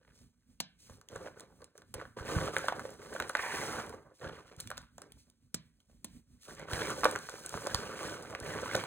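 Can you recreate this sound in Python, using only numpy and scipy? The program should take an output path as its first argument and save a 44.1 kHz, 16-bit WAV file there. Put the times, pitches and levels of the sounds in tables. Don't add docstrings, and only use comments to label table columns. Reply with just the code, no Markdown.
import sys
import numpy as np
from scipy import signal
from scipy.fft import rfft, irfft, next_fast_len
from scipy.io import wavfile
from scipy.ndimage import uniform_filter1d

SR = 44100
rng = np.random.default_rng(int(sys.argv[2]) if len(sys.argv) > 2 else 0)


def transcribe(signal):
    frames = np.atleast_2d(signal).T
    limited = np.clip(frames, -1, 1)
    pcm = np.round(limited * 32767).astype(np.int16)
    wavfile.write(sys.argv[1], SR, pcm)


N = 390726
TIME_S = np.arange(N) / SR

# [f/Hz, level/dB per Hz]
AIR_SPECTRUM = [(20, -24), (45, 4.5), (130, 0), (190, -5.5), (240, 0.5), (320, -15), (450, -21),
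                (800, -32.5), (3000, -31), (9000, -29), (16000, -35)]
# [f/Hz, t60/s]
ROOM_DECAY = [(100, 0.42), (500, 0.19), (2000, 0.44), (6000, 0.13), (15000, 0.02)]
# [f/Hz, level/dB]
ROOM_LEVEL = [(100, -2), (500, -9), (2000, -8), (6000, -8), (15000, -20.5)]
# [f/Hz, lead of left/rad]
STEREO_LEAD = [(20, 0.5), (600, 0.46), (1000, 0.48), (1800, 0.13), (2400, 0.97), (2780, 2), (3600, 2),
               (4200, 1.37), (4800, 3.5), (5450, 3.5), (6400, 5), (7700, 5.5), (9500, 6.5), (11300, 10),
               (13400, 9.5), (14900, 12), (16500, 15)]
# [f/Hz, left minus right/dB]
STEREO_BALANCE = [(60, -2), (95, -0.5), (150, -3), (240, -5.5), (380, 1.5), (600, -5), (950, -3.5),
                  (1500, -0.1), (2380, -6.5), (2780, 0), (3200, -6.5), (3770, 0.5), (5980, -1.5), (9470, 1),
                  (15000, -0.5)]
# [f/Hz, level/dB, t60/s]
TABLE_MODES = [(415, -11.5, 0.044), (520, 1.5, 0.051), (584.3, -4.5, 0.5), (1006, -11, 0.071),
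               (1148, -4, 0.055), (1480, -5, 0.029), (1540, -4.5, 0.024), (2020, -11, 0.12),
               (2786, -8.5, 0.087)]
# [t/s, level/dB, f/Hz]
THUD_EVENTS = [(0.904, -47.5, 78.5), (1.157, -49, 80.5), (1.954, -43, 80), (2.206, -38, 84),
               (2.363, -22.5, 98), (3.2, -49, 80.5), (4.262, -41, 89), (4.577, -47, 99), (6.729, -33.5, 77),
               (7.549, -37.5, 122), (7.745, -33.5, 80.5), (8.417, -44, 68.4), (8.751, -35, 132)]
# [t/s, crack level/dB, crack f/Hz, recoil level/dB, recoil starting f/Hz]
SNAP_EVENTS = [(0.6025, -16, 5040, -40.5, 296), (1.9408, -24.5, 10230, -49, 385),
               (5.5441, -18, 7800, -36, 249), (6.045, -25, 9300, -42.5, 320)]
# [t/s, level/dB, flake f/Hz]
CRACK_EVENTS = [(0.803, -63, 8040), (1.013, -54.5, 7000), (1.0872, -45, 6700), (1.16, -46.5, 6550),
                (1.397, -47.5, 7060), (1.4064, -45.5, 7540), (1.6432, -47, 7460), (1.619, -57, 4000),
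                (1.7786, -49, 6760), (1.82, -57, 3000), (2.0135, -55, 3000), (2.566, -34.5, 3430),
                (2.5737, -46, 8800), (2.584, -35.5, 7450), (2.6835, -31, 3200), (2.7957, -46, 7250),
                (2.9048, -49, 8500), (3.1394, -45, 8100), (3.3522, -54, 2870), (3.2007, -33.5, 3140),
                (3.2235, -40, 3500), (3.284, -48, 8500), (3.2945, -36, 8400), (3.37, -37, 3780),
                (3.8638, -50, 8000), (3.8944, -45, 9150), (4.2895, -51, 3820), (4.5645, -55, 7500),
                (4.602, -35.5, 11400), (4.606, -37, 8000), (4.6741, -38, 2970), (4.7032, -38.5, 9000),
                (4.7146, -43, 2500), (4.772, -41, 2780), (4.778, -38, 6440), (4.817, -59, 6960),
                (4.9808, -47.5, 6700), (5.0185, -45, 7200), (5.1207, -48, 9800), (5.3, -57.5, 8000),
                (5.803, -64, 3000), (5.914, -70, 2400), (6.5505, -51, 7550), (6.5955, -46.5, 7500),
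                (6.7125, -51, 8000), (6.7332, -32.5, 3600), (6.9031, -37, 7000), (7.008, -42, 8000),
                (7.0448, -20.5, 2860), (7.112, -35, 8560), (7.16, -37.5, 5700), (7.1886, -43.5, 7440),
                (7.295, -41, 7560), (7.4619, -34.5, 7800), (7.4932, -37.5, 7540), (7.6695, -32, 6800),
                (7.7462, -24, 5600), (8.2254, -47.5, 7500), (8.3073, -50.5, 7500), (8.35, -60, 2600),
                (8.4012, -40.5, 7700), (8.7518, -24.5, 3540), (8.7644, -34, 7300), (8.839, -38, 2800)]
# [t/s, level/dB, f/Hz]
KNOCK_EVENTS = [(.078, -47.5, 1900), (.897, -44.5, 1100), (1.014, -48, 1290), (1.119, -46, 890),
                (1.158, -31, 468), (1.161, -32, 1460), (1.213, -41, 480), (1.264, -30.5, 540),
                (1.283, -35.5, 617), (1.398, -41, 1900), (1.44, -52, 553), (1.618, -49, 1500),
                (1.754, -45.5, 537), (1.781, -45, 1480), (1.819, -47.5, 1530), (1.941, -37, 1480),
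                (1.947, -44, 1650), (1.953, -35.5, 480), (1.981, -44, 1700), (1.994, -37, 1610),
                (2.0, -31.5, 1840), (2.0135, -29, 1300), (2.021, -33.5, 520), (2.0531, -36.5, 1470),
                (2.169, -33.5, 456), (2.188, -33, 1430), (2.386, -21.5, 1280), (2.413, -25, 1530),
                (2.426, -33, 1400), (2.4841, -26, 616), (2.5658, -13.5, 1640), (2.643, -26.5, 690),
                (2.6841, -10.5, 1234), (2.697, -25, 1420), (2.7235, -19.5, 760), (2.7947, -23, 1350),
                (2.852, -26, 520), (2.892, -34.5, 546), (3.0185, -40, 1360), (3.129, -32, 1500),
                (3.151, -28.5, 620), (3.163, -27, 1500), (3.2008, -15, 1350), (3.223, -24.5, 1730),
                (3.297, -21.5, 1310), (3.3517, -9.5, 1710), (3.3525, -27.5, 640), (3.3685, -28, 2140),
                (3.3935, -21, 1750), (3.462, -28, 636), (3.857, -43, 1300), (3.927, -33, 920),
                (4.247, -36, 520), (4.29, -44, 1500), (4.5145, -46.5, 530), (4.7032, -28, 1420),
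                (4.7143, -25.5, 1330), (4.778, -32.5, 1480), (4.982, -37.5, 660), (5.019, -38, 1390),
                (5.021, -42, 520), (5.897, -59.5, 600), (6.495, -39, 1500), (6.509, -38, 1620),
                (6.596, -36, 564), (6.685, -39, 600), (6.7334, -19, 1840), (6.816, -23.5, 440),
                (6.9034, -26.5, 1160), (6.979, -35, 544), (7.0342, -13, 1220), (7.0411, -13, 1170),
                (7.0455, -36, 1100), (7.054, -3.5, 1150), (7.061, -15.5, 594), (7.078, -26, 1170),
                (7.124, -28.5, 563), (7.154, -22.5, 1590), (7.1597, -18.5, 1540), (7.289, -27.5, 1390),
                (7.3395, -32.5, 466), (7.356, -36, 1450), (7.3835, -36, 1300), (7.5412, -24, 1220),
                (7.562, -36, 1400), (7.575, -24.5, 1320), (7.664, -26.5, 1440), (7.671, -21.5, 570),
                (7.6965, -29, 1460), (7.7465, -18.5, 1120), (8.306, -34.5, 1170), (8.327, -30.5, 1210),
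                (8.35, -17.5, 2180), (8.587, -26, 1360), (8.659, -24, 1080), (8.748, -15.5, 1440),
                (8.752, -16.5, 600), (8.779, -26, 1100), (8.838, -25.5, 995)]
# [t/s, centre f/Hz, level/dB]
SWEEP_PATH = [(3.34, 1950, -80), (3.38, 1895, -42), (3.46, 1610, -40), (3.54, 1760, -40.5),
              (3.62, 1610, -44.5), (3.7, 1270, -44.5), (3.8, 1170, -42.5), (3.87, 987, -58.5),
              (4.049, 900, -78.5)]
# [start t/s, length/s, rise/s, chunk level/dB,
# edges above chunks/dB, crumbs above chunks/dB]
STROKE_EVENTS = [(0.0, .11, 0.037, -72, 4, -19), (0.123, 0.1, 0.022, -80, 1, 7),
                 (.81, 0.085, 0.075, -70.5, 2, -7), (0.885, 0.029, 0.0054, -58.5, -7, -9),
                 (0.958, 0.055, 0.036, -64, -21, -18), (1.088, .09, 0.044, -49.5, -5.5, -13.5),
                 (1.185, .085, 0.026, -51.5, -3.5, -13), (1.344, .086, .03, -54.5, -9, -15.5),
                 (1.462, 0.18, 0.024, -66, -21, -18.5), (1.595, 0.036, 0.016, -60.5, -15, -13),
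                 (1.745, 0.046, 0.017, -59, -17, -15), (1.937, 0.084, 0.0068, -53, -4, -17),
                 (2.165, 0.037, 0.0069, -46, 0, -14.5), (2.228, .25, 0.065, -38, 0, -11.5),
                 (2.513, 0.17, 0.03, -46.5, 2.5, -7), (2.736, 0.19, 0.022, -51, -4.5, -9.5),
                 (2.964, 0.23, 0.055, -53.5, -2, -9), (3.098, 0.14, 0.027, -44.5, -4, -15.5),
                 (3.23, .11, .04, -53, -11, -6.5), (3.355, 0.28, 0.064, -53.5, 1, 3.5),
                 (3.492, 0.31, 0.055, -42, 0.5, -6.5), (3.81, .14, 0.037, -48, -22, -18.5),
                 (3.973, 0.099, 0.053, -59.5, -19, -25), (4.058, 0.059, .04, -67, -9.5, -28),
                 (4.198, 0.076, 0.029, -43.5, -2.5, -22.5), (4.298, 0.1, 0.032, -55.5, 2.5, -13),
                 (4.437, 0.088, 0.025, -59, 1, -13.5), (4.574, 0.034, 0.021, -60, 4.5, 2.5),
                 (4.661, .16, 0.043, -70.5, 11.5, -9.5), (4.985, 0.064, 0.012, -58, -12, -17.5),
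                 (5.22, .06, .03, -79, -2.5, -6), (5.784, .03, 0.03, -77, -12, -5.5),
                 (5.873, 0.039, 0.017, -76, -10, -7), (6.388, 0.11, 0.077, -71, 8, -7),
                 (6.467, 0.054, 0.024, -52.5, -5, -6), (6.554, 0.069, 0.041, -49.5, 2.5, -17),
                 (6.678, 0.24, 0.057, -40, 4.5, -7), (6.938, 0.21, 0.041, -42.5, -5.5, -9),
                 (7.147, 0.66, .09, -53, 1, -2.5), (7.49, 0.33, 0.029, -47, -3, -7.5),
                 (7.67, .32, 0.05, -45.5, 2, -9), (7.953, .19, 0.054, -42, 1, -9),
                 (8.166, 0.17, 0.02, -46, -5.5, -14), (8.378, 0.37, 0.093, -41, 0.5, -12),
                 (8.686, 0.14, .04, -43.5, 5, -8)]
# [start t/s, length/s, rise/s, level/dB]
TRICKLE_EVENTS = [(0.777, 0.16, 0.033, -65), (4.135, .1, 0.027, -68.5), (5.171, 0.029, .02, -66.5),
                  (6.399, 0.11, 0.034, -60)]
# [chunk level/dB, edge level/dB, crumb level/dB]
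CREEP_LEVELS = (-92, -91, -90.5)
# [f/Hz, level/dB per Hz]
CHUNK_SPECTRUM = [(30, -22), (70, -4.5), (140, -1), (210, -6.5), (300, -1.5), (460, 1), (620, -3.5),
                  (850, -8), (1200, -10), (1800, -18.5), (4000, -52.5)]
# [f/Hz, level/dB per Hz]
EDGE_SPECTRUM = [(400, -33), (900, -5.5), (1300, -1.5), (1650, -4), (2200, -7.5), (3000, -9), (4300, -13.5),
                 (6500, -20), (12000, -49)]
# [f/Hz, level/dB per Hz]
CRUMB_SPECTRUM = [(800, -28), (2500, -2.5), (4000, 0), (5500, 3.5), (8000, 0), (10500, 0.5), (13000, -2.5),
                  (15800, -8.5)]
# [f/Hz, level/dB per Hz]
FLAKE_SPECTRUM = [(100, -5), (700, -4), (2000, -10), (3100, -0.5), (4200, -0.5), (8000, -4.5),
                  (11000, -2.5), (16000, -9)]
# [f/Hz, level/dB per Hz]
GRIT_SPECTRUM = [(80, -7), (250, -11.5), (480, 3), (900, 1.5), (1600, -0.5), (2400, -6.5), (4000, -14.5),
                 (8000, -22), (16000, -29.5)]

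AIR_DB, AIR_WAVER_RMS_DB, AIR_WAVER_S = -68, 6.5, .07
BAND_LIMIT_HZ = 16050
EASE_DB_PER_S, SETTLE_DB_PER_S = 8.5, 220.5
RECOIL_SINK_S, RECOIL_FADE_S, RECOIL_RISE_S = 0.012, 0.0069, 0.00067
SPLINTERS_PER_S, SPLINTER_DB, SPLINTER_LOW_HZ, SPLINTER_HIGH_HZ = 16, 4.5, 2200, 9000
TOPPLES_PER_S, TOPPLE_DB, TOPPLE_LOW_HZ, TOPPLE_HIGH_HZ = 26, -1, 520, 2400
RING_CYCLES = 6.8
CONTACT_CYCLES = .8
SWEEP_WIDTH_HZ, SWEEP_LOW_RATIO, SWEEP_LOW_DB = 970, 0.61, 0
CATCH_HZ, CATCH_WIDTH_HZ, CATCH_RMS_OCTAVES, CATCH_S, CATCH_DB = 1692, 350, 0.42, 0.032, 4.5
TREBLE_HZ, TREBLE_DB_PER_DB = 2100, -0.06


def amp(db):
    return 10 ** (np.asarray(db) / 20)


def read(points, hz):
    f, value = np.transpose(points)
    return np.interp(np.log(hz + 1), np.log(f + 1), value)


def add(mix, s, sound):
    part = mix[max(round(s * SR), 0):][:len(sound)]
    part += sound[:len(part)]


def colour(x, spectrum, size=4096):
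    hz = abs(np.fft.fftfreq(size, 1 / SR))
    log_gain = np.log(amp(read(spectrum, hz)))
    taps = np.fft.ifft(np.exp(np.conj(signal.hilbert(log_gain)))).real
    return signal.oaconvolve(x, taps[:size // 2])[:len(x)]


def evened(x, band_hz=(0, SR)):
    hz = np.fft.rfftfreq(len(x), 1 / SR)
    inside = (hz >= band_hz[0]) & (hz < band_hz[1])
    power = 2 * np.sum(abs(rfft(x)[inside]) ** 2)
    return x * len(x) / np.sqrt(power + 1e-20)


def waver(over_s):
    width = max(int(over_s * SR), 1)
    once = uniform_filter1d(rng.standard_normal(N), width)
    return evened(uniform_filter1d(once, width))


def ring(hz, t60_s, rise_s):
    t = np.arange(int((t60_s + rise_s) * 1.5 * SR) + 8) / SR
    decay = np.exp(-np.log(1000) * t / t60_s)
    wave = np.sin(2 * np.pi * hz * t) * decay * (1 - np.exp(-t / rise_s))
    return wave / abs(wave).max()


def burst(decay_s, size=512):
    wave = rng.standard_normal(size) * np.exp(-np.arange(size) / SR / decay_s)
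    return wave / np.linalg.norm(wave)


def grains(level_db, per_s, spread_db, decay_s, clump_db, thinning=0.23, gentle_clump_db=4.5, count=24):
    share = amp(thinning * np.maximum(level_db - level_db.max(), -45))
    size = amp(spread_db * np.minimum(rng.exponential(1, N), 3.5)) * rng.choice([-1, 1], N)
    depth = np.log(amp(clump_db + gentle_clump_db * (1 - share)))
    clumps = np.exp(depth * waver(over_s=.008) - depth ** 2)
    struck = rng.random(N) < share * per_s / SR
    clicks = size * clumps * struck / np.sqrt(share)
    shape = rng.integers(0, count, N)
    return sum(signal.oaconvolve(clicks * (shape == k), burst(decay_s))[:N] for k in range(count))


def resonate(x, hz, width_hz):
    turn = np.exp(2j * np.pi * np.cumsum(hz) / SR)
    r = np.exp(-np.pi * width_hz / SR)
    low = signal.lfilter([(1 - r) ** 2], [1, -2 * r, r * r], x / turn)
    return 2 * (turn * low).real


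def chance(level_db, per_s, spread_db, count=500):
    when, keep, strength, size = rng.random((count, 4)).T
    at = (when * N).astype(int)
    rows = np.transpose([at / SR, level_db[at] + spread_db * (strength - .5), size])
    return rows[keep < per_s * N / SR / count]


def air():
    hum = evened(colour(rng.standard_normal(N), AIR_SPECTRUM))
    return amp(AIR_DB + AIR_WAVER_RMS_DB * waver(AIR_WAVER_S)) * hum


def room(x, size=24):
    starts = np.arange(SR // 200, SR // 2, size)
    taps = np.zeros(SR)
    taps[starts + rng.integers(0, size, len(starts))] = rng.choice([-1., 1.], len(starts))
    hz, t, z = signal.stft(taps, SR, nperseg=256)
    t60_s = read(ROOM_DECAY, hz)[:, None]
    energy_scale = np.sqrt(2 * np.log(1000) * size / (t60_s * SR))
    z *= np.exp(-np.log(1000) * t / t60_s) * energy_scale
    tail = signal.istft(z * amp(read(ROOM_LEVEL, hz))[:, None], SR)[1]
    return signal.oaconvolve(x, tail)[:N]


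def stereo(x):
    size = next_fast_len(N + SR // 10)
    hz = np.fft.rfftfreq(size, 1 / SR)
    tilt = amp(read(STEREO_BALANCE, hz) / 2)
    pair = np.array([tilt * np.exp(1j * read(STEREO_LEAD, hz)), 1 / tilt])
    return irfft(rfft(x, size) * pair, size)[:, :N]


def tabletop(x):
    out = x.copy()
    for hz, db, t60_s in TABLE_MODES:
        q = hz * t60_s / 2.2
        out += amp(db) * signal.lfilter(*signal.iirpeak(hz, q, SR), x)
    return out


def push(start_s, length_s, rise_s):
    t = TIME_S - start_s
    rise = .5 + .5 * np.tanh((t - rise_s / 2) / (0.44 * rise_s))
    fall_db = EASE_DB_PER_S * np.maximum(t, 0) + SETTLE_DB_PER_S * np.maximum(t - length_s, 0)
    return (rise * amp(-np.minimum(fall_db, 150))) ** 2


def stirring():
    power = amp(CREEP_LEVELS)[:, None] ** 2 * np.ones(N)
    for start_s, length_s, rise_s, db, edge_db, crumb_db in STROKE_EVENTS:
        gains = amp([db, db + edge_db, db + crumb_db])[:, None]
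        power += gains ** 2 * push(start_s, length_s, rise_s)
    for start_s, length_s, rise_s, db in TRICKLE_EVENTS:
        power[2] += amp(db) ** 2 * push(start_s, length_s, rise_s)
    return 10 * np.log10(power)


def thuds():
    out = np.zeros(N)
    for s, db, hz in THUD_EVENTS:
        add(out, s, amp(db) * ring(hz, t60_s=0.05, rise_s=0.0023))
        add(out, s, amp(db - 5.0) * ring(hz * 1.4, t60_s=0.058, rise_s=0.0034))
    return out


def recoil_thump(hz):
    t = np.arange(SR // 8) / SR
    turns = hz * RECOIL_SINK_S * np.log(1 + t / RECOIL_SINK_S)
    wave = np.sin(2 * np.pi * turns) * np.exp(-t / RECOIL_FADE_S) * (1 - np.exp(-t / RECOIL_RISE_S))
    return wave / abs(wave).max()


def snaps(ragged):
    fracture, recoil, grit = np.zeros((3, N))
    for s, db, hz, recoil_db, recoil_hz in SNAP_EVENTS:
        crack = ragged * (burst(decay_s=0.0042) + .5 * burst(decay_s=0.0014))
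        crack[0] += np.sqrt(max(1 - ragged ** 2, 0))
        piece = signal.lfilter(*signal.iirpeak(min(hz, SR / 3), 2.5, SR), crack)
        add(fracture, s, amp(db + 11.0) * (crack + 1.4 * piece))
        add(recoil, s, amp(recoil_db) * recoil_thump(recoil_hz))
        add(grit, s, amp(db + 7.5) * burst(decay_s=0.0038))
        add(recoil, s, amp(recoil_db - 10) * ring(recoil_hz * 3.2, t60_s=0.0074, rise_s=0.00055))
    return colour(fracture, FLAKE_SPECTRUM) + colour(grit, GRIT_SPECTRUM) + recoil


def cracks(crumb_db):
    splinters = [(s, db, SPLINTER_HIGH_HZ * (SPLINTER_LOW_HZ / SPLINTER_HIGH_HZ) ** size)
                 for s, db, size in chance(crumb_db + SPLINTER_DB, SPLINTERS_PER_S, spread_db=11.0)]
    out = np.zeros(N)
    for s, db, hz in list(CRACK_EVENTS) + splinters:
        tick = burst(decay_s=0.0017)
        flake = signal.lfilter(*signal.iirpeak(min(hz, SR / 3), 3.0, SR), tick)
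        add(out, s, amp(db + 20.0) * (tick + 2.1 * flake))
    return colour(out, FLAKE_SPECTRUM)


def knocks(chunk_db):
    topples = [(s, db, TOPPLE_HIGH_HZ * (TOPPLE_LOW_HZ / TOPPLE_HIGH_HZ) ** size)
               for s, db, size in chance(chunk_db + TOPPLE_DB, TOPPLES_PER_S, spread_db=12.0)]
    body, grit = np.zeros(N), np.zeros(N)
    for s, db, hz in list(KNOCK_EVENTS) + topples:
        contact_s, t60_s = CONTACT_CYCLES / hz, RING_CYCLES / hz
        add(body, s, amp(db - 6.0) * ring(hz, t60_s, contact_s))
        add(body, s, amp(db - 20.5) * ring(hz * 2.177, t60_s, contact_s))
        add(grit, s, amp(db + 10) * burst(decay_s=contact_s + 0.0009, size=1536))
        add(grit, s, amp(db + 13.0) * burst(decay_s=0.0068, size=1536))
    return tabletop(body + colour(grit, GRIT_SPECTRUM))


def sweep():
    s, centre_hz, db = np.transpose(SWEEP_PATH)
    hz = np.interp(TIME_S, s, centre_hz)
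    level_db = np.interp(TIME_S, s, db, left=-120, right=-120)
    slips = grains(level_db, per_s=5000, spread_db=-2.0, decay_s=0.0003, clump_db=1.35)
    upper = resonate(slips, hz, SWEEP_WIDTH_HZ)
    lower = resonate(slips, hz * SWEEP_LOW_RATIO, SWEEP_WIDTH_HZ * SWEEP_LOW_RATIO)
    scrape = upper + amp(SWEEP_LOW_DB) * lower
    thinned = signal.lfilter(*signal.butter(2, 520, "high", fs=SR), scrape)
    return amp(level_db - 0.5) * evened(thinned)


def tilt_treble(x, level_db):
    low = signal.sosfiltfilt(signal.butter(4, TREBLE_HZ, fs=SR, output="sos"), x)
    return low + (x - low) * amp(TREBLE_DB_PER_DB * np.maximum(level_db - level_db.max(), -25))


def heap(chunk_db, edge_db, crumb_db):
    chunks = grains(chunk_db, per_s=1800, spread_db=0.5, decay_s=0.00096, clump_db=1.76)
    chunks = tabletop(colour(chunks, CHUNK_SPECTRUM))
    edges = grains(edge_db, per_s=700, spread_db=0.5, decay_s=0.00053, clump_db=0.5)
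    edges = tabletop(colour(edges, EDGE_SPECTRUM))
    catch_hz = CATCH_HZ * 2 ** (CATCH_RMS_OCTAVES * waver(CATCH_S))
    edges += amp(CATCH_DB) * resonate(edges, catch_hz, CATCH_WIDTH_HZ)
    edges = tilt_treble(edges, edge_db)
    crumbs = grains(crumb_db, per_s=8300, spread_db=-2.0, decay_s=0.00024, clump_db=0.98,
                    gentle_clump_db=1.5)
    crumbs = colour(crumbs, CRUMB_SPECTRUM)
    chunks = evened(chunks, (300, 1100)) * amp(chunk_db - 1.5)
    edges = evened(edges, (1200, 2400)) * amp(edge_db - 5.5)
    crumbs = evened(crumbs, (6800, 9800)) * amp(crumb_db - 4.0)
    return chunks + edges + crumbs


def scene():
    chunk_db, edge_db, crumb_db = stirring()
    debris = heap(chunk_db, edge_db, crumb_db) + sweep() + knocks(chunk_db) + cracks(crumb_db) + thuds()
    ahead, around = debris + snaps(ragged=1), debris + snaps(ragged=0.18)
    scattered = signal.lfilter(*signal.butter(1, 800, "high", fs=SR), room(around))
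    heard = stereo(ahead + amp(-1.0) * room(around) + air())
    return heard + amp(-8.5) * np.array([scattered, -scattered])


def record(dry):
    thinned = signal.sosfilt(signal.butter(3, 40, "high", fs=SR, output="sos"), dry)
    low_pass = signal.firwin(401, BAND_LIMIT_HZ, window=("kaiser", 9), fs=SR)
    return signal.oaconvolve(thinned, low_pass[None], "same")


dry = scene()
out = record(dry)
transcribe(out)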